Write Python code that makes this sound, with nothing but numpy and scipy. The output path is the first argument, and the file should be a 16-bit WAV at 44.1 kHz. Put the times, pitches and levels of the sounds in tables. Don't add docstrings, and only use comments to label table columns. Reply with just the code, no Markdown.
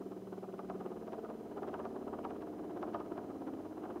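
import sys
import numpy as np
from scipy import signal
from scipy.fft import rfft, irfft, next_fast_len
from scipy.io import wavfile
from scipy.ndimage import uniform_filter1d, map_coordinates

SR = 44100
rng = np.random.default_rng(int(sys.argv[2]) if len(sys.argv) > 2 else 0)


def dump_mix(stems):
    frames = np.atleast_2d(stems).T
    limited = np.clip(frames, -1, 1)
    pcm = np.round(limited * 32767).astype(np.int16)
    wavfile.write(sys.argv[1], SR, pcm)


N = 176400
TIME_S = np.arange(N) / SR
SPIN_HZ, SLOWING_HZ_PER_S, FIRST_SCRAPE_S = 19.134, 0.713, 0.013

# time_s, relative_db
RUMBLE_LEVELS = [(0.0, -48), (0.56, -51), (0.72, -47.5), (0.99, -48), (1.95, -45.5), (2.64, -47.5),
                 (2.99, -46.5), (3.4, -48), (3.49, -44.5), (3.72, -49.5), (3.92, -45.5), (4.0, -50.5)]
# time_s, relative_db
SCRAPE_LEVELS = [(0, -50), (.27, -49), (.34, -44.5), (.65, -51), (.85, -44), (1.0, -47), (1.2, -43.5),
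                 (1.48, -50), (1.6, -43.5), (2.4, -45.5), (2.62, -48), (2.75, -42), (3.05, -44.5),
                 (3.38, -49.5), (3.49, -45), (3.72, -49.5), (3.87, -44)]
# time_s, relative_db, pitch_hz
THUD_TRACK = [(0, -34, 375), (.27, -37, 388), (.33, -32.5, 374), (.53, -33, 377), (.6, -33.5, 392),
              (.9, -33, 377), (1.0, -44, 373), (1.15, -33, 405), (1.3, -35.5, 447), (1.5, -40.5, 414),
              (1.58, -31, 402), (1.95, -32.5, 390), (2.25, -37, 428), (2.6, -42, 384), (2.82, -32.5, 360),
              (3.04, -32, 339), (3.3, -39.5, 340), (3.48, -35.5, 339), (3.7, -42, 350), (3.95, -34, 340)]
# start_s, relative_ring_db, relative_tick_db
CATCHES = [(.015, -53, -67), (.119, -51, -56), (.329, -50.5, -62), (.437, -49, -70), (.489, -52.5, -70),
           (.539, -61, -60), (.592, -42.5, -51), (.699, -40.5, -49), (.809, -48.5, -58), (.862, -50, -55),
           (.919, -54, -63), (1.077, -49, -53), (1.132, -42.5, -50), (1.247, -45, -58), (1.301, -44, -54),
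           (1.579, -47, -69), (1.632, -42, -50), (1.688, -46, -49), (1.742, -40.5, -48), (1.799, -45, -61),
           (1.853, -40.5, -48.5), (1.962, -47.5, -63), (2.079, -47.5, -65), (2.135, -42, -66),
           (2.25, -37.5, -45.5), (2.307, -45, -50), (2.354, -55, -62), (2.422, -50, -51),
           (2.764, -50.5, -63), (2.828, -37.5, -45.5), (2.945, -35, -48), (2.954, -45, -52),
           (3.003, -45.5, -52), (3.062, -56, -59), (3.178, -40, -51), (3.305, -48, -62), (3.478, -45, -54),
           (3.836, -52, -59), (3.854, -45.5, -60), (3.967, -52, -66)]
# bumps_per_turn, middle_s, half_length_s, level_db
BUMP_RINGS = [(10, 0.43, 0.53, -53.5), (14, 0.13, .25, -56), (35, 1.146, 0.057, -54),
              (12, 1.44, 0.41, -55.5), (25, 1.3, 0.29, -59.5), (13, 1.74, 0.6, -56), (15, 1.92, .26, -52),
              (18, 2.62, 0.45, -53), (13, 2.92, 0.19, -53), (16, 3.46, 0.16, -56), (19, 3.65, 0.27, -54.5),
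              (22, 3.92, 0.14, -51), (3, 2.0, 0.95, -70.5), (5, 1.95, .5, -66), (6, .2, 0.88, -69.5),
              (6, 3.41, 0.74, -66)]
# centre_hz, width_hz, gain_db
TABLE_MODES = [(54.1, 14, -8), (157, 7.5, -20), (191.2, 5.8, -10.5), (224.9, 30, 1), (267, 7, 4.5),
               (300.9, 13.6, 6.5), (358.3, 21.2, 3), (404.8, 13, 1.5), (440, 16, 0), (512.3, 9, 1),
               (614, 22, 0), (680.3, 20, 0.5), (736, 22, -6), (947.5, 11, -0.5), (1230, 48, -8)]
# frequency_hz, gain_db
ROLL_SPECTRUM = [(35, -20), (60, -7), (200, -2.5), (400, -2), (700, -7.5), (1300, -17.5), (2000, -19),
                 (5000, -42)]
# frequency_hz, gain_db
SCRAPE_SPECTRUM = [(100, -29), (220, -16.5), (380, -0.5), (700, -0.5), (1300, -10), (1650, -16.5),
                   (2000, -30), (3000, -27.5), (5000, -50), (9000, -48)]
# frequency_hz, gain_db
RING_SPECTRUM = [(200, -18.5), (500, 2), (700, 5.5), (950, 0.5), (1250, 1), (1600, -10.5), (1900, -22.5),
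                 (3000, -34.5), (5000, -50), (9000, -70)]
# frequency_hz, gain_db
TICK_SPECTRUM = [(300, -5), (700, 10), (1500, 10), (2200, 3), (2800, 4.5), (4000, -6.5), (5500, -9),
                 (7000, -26), (15000, -48)]
# frequency_hz, gain_db
HISS_SPECTRUM = [(25, 6), (38, -10), (60, 26.5), (200, 20), (1000, 5.5), (2500, 4), (4000, 0.5), (6500, -1),
                 (7700, -5), (9200, -2), (10400, -7.5), (11500, -3), (15500, -5)]
# frequency_hz, level_db
WHINE_SPECTRUM = [(2000, -95.5), (3000, -88.5), (7000, -91.5), (10000, -95.5), (15000, -99)]


def rolling(gain_db=-0.5):
    force = coloured(tip_texture(drift_rad=0.075, fine_drift_rad=0.0359), ROLL_SPECTRUM)
    return amp(curve(RUMBLE_LEVELS) + gain_db) * unit_rms(tabletop(force))


def thudding(gain_db=-3, decay_s=0.0049, slip_rad=0.8):
    turn = turns()
    times_s, levels_db, pitches_hz = np.transpose(THUD_TRACK)
    beats_s = np.interp(np.arange(int(turn[-1]) + 1), turn, TIME_S)
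    out = np.zeros(N + SR)
    for beat_s, slip in zip(beats_s, rng.standard_normal(len(beats_s))):
        span = int(beat_s * SR) + np.arange(-SR // 20, SR // 20)
        offset_s = span / SR - beat_s
        swell = np.exp(-np.abs(offset_s / decay_s) ** 1.1)
        pitch_hz = np.interp(beat_s, times_s, pitches_hz)
        tone = np.cos(2 * np.pi * pitch_hz * offset_s + slip_rad * unsteadiness(beat_s) * slip)
        out[span] += amp(np.interp(beat_s, times_s, levels_db) + gain_db) * swell * tone
    return out[:N]


def scraping(gain_db=-2.5, waver_db=2, grain_db=2.5, rise_turns=0.18, fall_turns=0.15):
    wander_turns = 0.037 * unsteadiness(TIME_S) * wobble(25)
    offset_turns = (turns() + wander_turns + 0.5) % 1 - 0.5
    width_turns = np.where(offset_turns < 0, rise_turns, fall_turns) * (1 + 0.21 * TIME_S)
    swell = np.exp(-np.abs(offset_turns / width_turns) ** 1.22)
    strength = amp(curve(SCRAPE_LEVELS) + gain_db + waver_db * wobble(18))
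    grain = unit_rms(amp(grain_db * wobble(220)))
    force = coloured(tip_texture(drift_rad=0.598, fine_drift_rad=0.01216), SCRAPE_SPECTRUM)
    return strength * grain * swell * force


def knocking(ring_gain_db=-0.5, tick_gain_db=18, grit_gain_db=-12, lead_s=0.006, decay_s=0.0097):
    ring, tick, grit = np.zeros((3, N + SR))
    for start_s, ring_db, tick_db in CATCHES:
        start, wave = int(start_s * SR), edge_echoes()
        ring[start:start + len(wave)] += amp(ring_db + ring_gain_db) * wave
        tick[start] = amp(tick_db + tick_gain_db)
        span = np.arange(start - SR // 20, start + SR // 20)
        swell = np.exp(-np.abs(span / SR - start_s + lead_s) / decay_s)
        grit[span] += amp(tick_db + grit_gain_db) * swell
    grains = unit_rms(amp(6 * wobble(700))) * coloured(rng.standard_normal(N), TICK_SPECTRUM)
    ticks = filtered(tick[:N], lambda hz: gain_at(TICK_SPECTRUM, hz))
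    return ring[:N] + ticks + grit[:N] * grains


def humming(waver_db=2, slip_rad=0.33):
    turn, out = turns(), np.zeros(N)
    for bumps, middle_s, half_length_s, level_db in BUMP_RINGS:
        strength = amp(level_db + waver_db * wobble(9))
        swell = np.exp(-np.abs((TIME_S - middle_s) / half_length_s) ** 5 / 2)
        phase_rad = 2 * np.pi * (bumps * turn + rng.random())
        phase_rad += slip_rad * unsteadiness(TIME_S) * wobble(14)
        out += strength * swell * np.sqrt(2) * np.sin(phase_rad)
    return out


def turns():
    return SPIN_HZ * (TIME_S - FIRST_SCRAPE_S) - SLOWING_HZ_PER_S * TIME_S ** 2 / 2


def unsteadiness(time_s):
    return 0.61 + 0.34 * time_s


def tip_texture(drift_rad, fine_drift_rad, size=2048):
    turn = turns() + 1
    orders = np.arange(size // 2 + 1)
    step_rad = drift_rad + fine_drift_rad * orders
    steps_rad = step_rad * rng.standard_normal((int(turn[-1]) + 2, len(orders)))
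    phases_rad = rng.uniform(0, 2 * np.pi, len(orders)) + np.cumsum(steps_rad, axis=0)
    profiles = irfft(np.exp(1j * phases_rad), size)
    wrapped = np.hstack([profiles, profiles[:, :1]])
    return unit_rms(map_coordinates(wrapped, [turn, turn % 1 * size], order=1))


def tabletop(force, groups=3, waver_db=2):
    out = np.zeros(N)
    for group in range(groups):
        def response(hz):
            return sum(amp(db) * 1j * hz * width_hz / (centre_hz ** 2 - hz ** 2 + 1j * hz * width_hz)
                       for centre_hz, width_hz, db in TABLE_MODES[group::groups])
        out += amp(waver_db * wobble(4.04)) * filtered(force, response)
    return out


def edge_echoes(count=18, size=4096, first_s=0.00031, spread_s=0.021, loss_db_per_s=556):
    hz = np.fft.rfftfreq(size, 1 / SR)
    travel_s = first_s + spread_s * (np.arange(count) + rng.random(count))[:, None] / count
    phase_rad = 4 * np.pi * travel_s * np.sqrt(1000 * hz) + 2 * np.pi * rng.random((count, 1))
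    paths = amp(-loss_db_per_s * travel_s) * np.exp(-1j * phase_rad)
    wave = irfft(paths.sum(0) * gain_at(RING_SPECTRUM, hz), size)
    i = np.arange(size)
    wave *= np.sin(np.pi / 2 * np.minimum(i / 40, 1)) ** 2
    wave *= np.cos(np.pi / 2 * i / size) ** 2
    return wave / np.sqrt(uniform_filter1d(wave ** 2, size=320).max())


def room(x, t60_s=0.5, wet_db=-13):
    t = np.arange(SR // 2) / SR
    tail = rng.standard_normal(len(t)) * amp(-60 * t / t60_s) * (t > 0.005)
    return x + amp(wet_db) * signal.fftconvolve(x, tail / np.linalg.norm(tail))[:N]


def background(hiss_db=-67.5, whine_hz=1013.7):
    whine = sum(gain_at(WHINE_SPECTRUM, hz) * np.sqrt(2) * np.sin(2 * np.pi * (hz * TIME_S + rng.random()))
                for hz in whine_hz * np.arange(2, 16))
    return amp(hiss_db) * coloured(rng.standard_normal(N), HISS_SPECTRUM) + whine


def amp(db):
    return 10 ** (np.asarray(db) / 20)


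def unit_rms(x):
    return x / np.sqrt(np.mean(x ** 2) + 1e-20)


def gain_at(spectrum, hz):
    knots_hz, knots_db = np.transpose(spectrum)
    return amp(np.interp(np.log(hz + 1), np.log(knots_hz + 1), knots_db))


def curve(rows):
    return np.interp(TIME_S, *np.transpose(rows))


def wobble(knots_per_s):
    knots = rng.standard_normal(int(N * knots_per_s / SR) + 4)
    return map_coordinates(knots, [TIME_S * knots_per_s])


def filtered(x, response):
    size = next_fast_len(N + SR // 2)
    return irfft(rfft(x, size) * response(np.fft.rfftfreq(size, 1 / SR)), size)[:N]


def coloured(x, spectrum):
    return unit_rms(filtered(x, lambda hz: gain_at(spectrum, hz)))


def scene(direct_db=-2, table_db=-4):
    contact = scraping() + knocking()
    rattle = room(thudding() + amp(direct_db) * contact + amp(table_db) * tabletop(contact))
    return (rolling() + humming() + rattle + background())[None]


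def record(dry, cutoff_hz=15700):
    return filtered(dry[0], lambda hz: hz < cutoff_hz)[None]


dry = scene()
out = record(dry)
dump_mix(out)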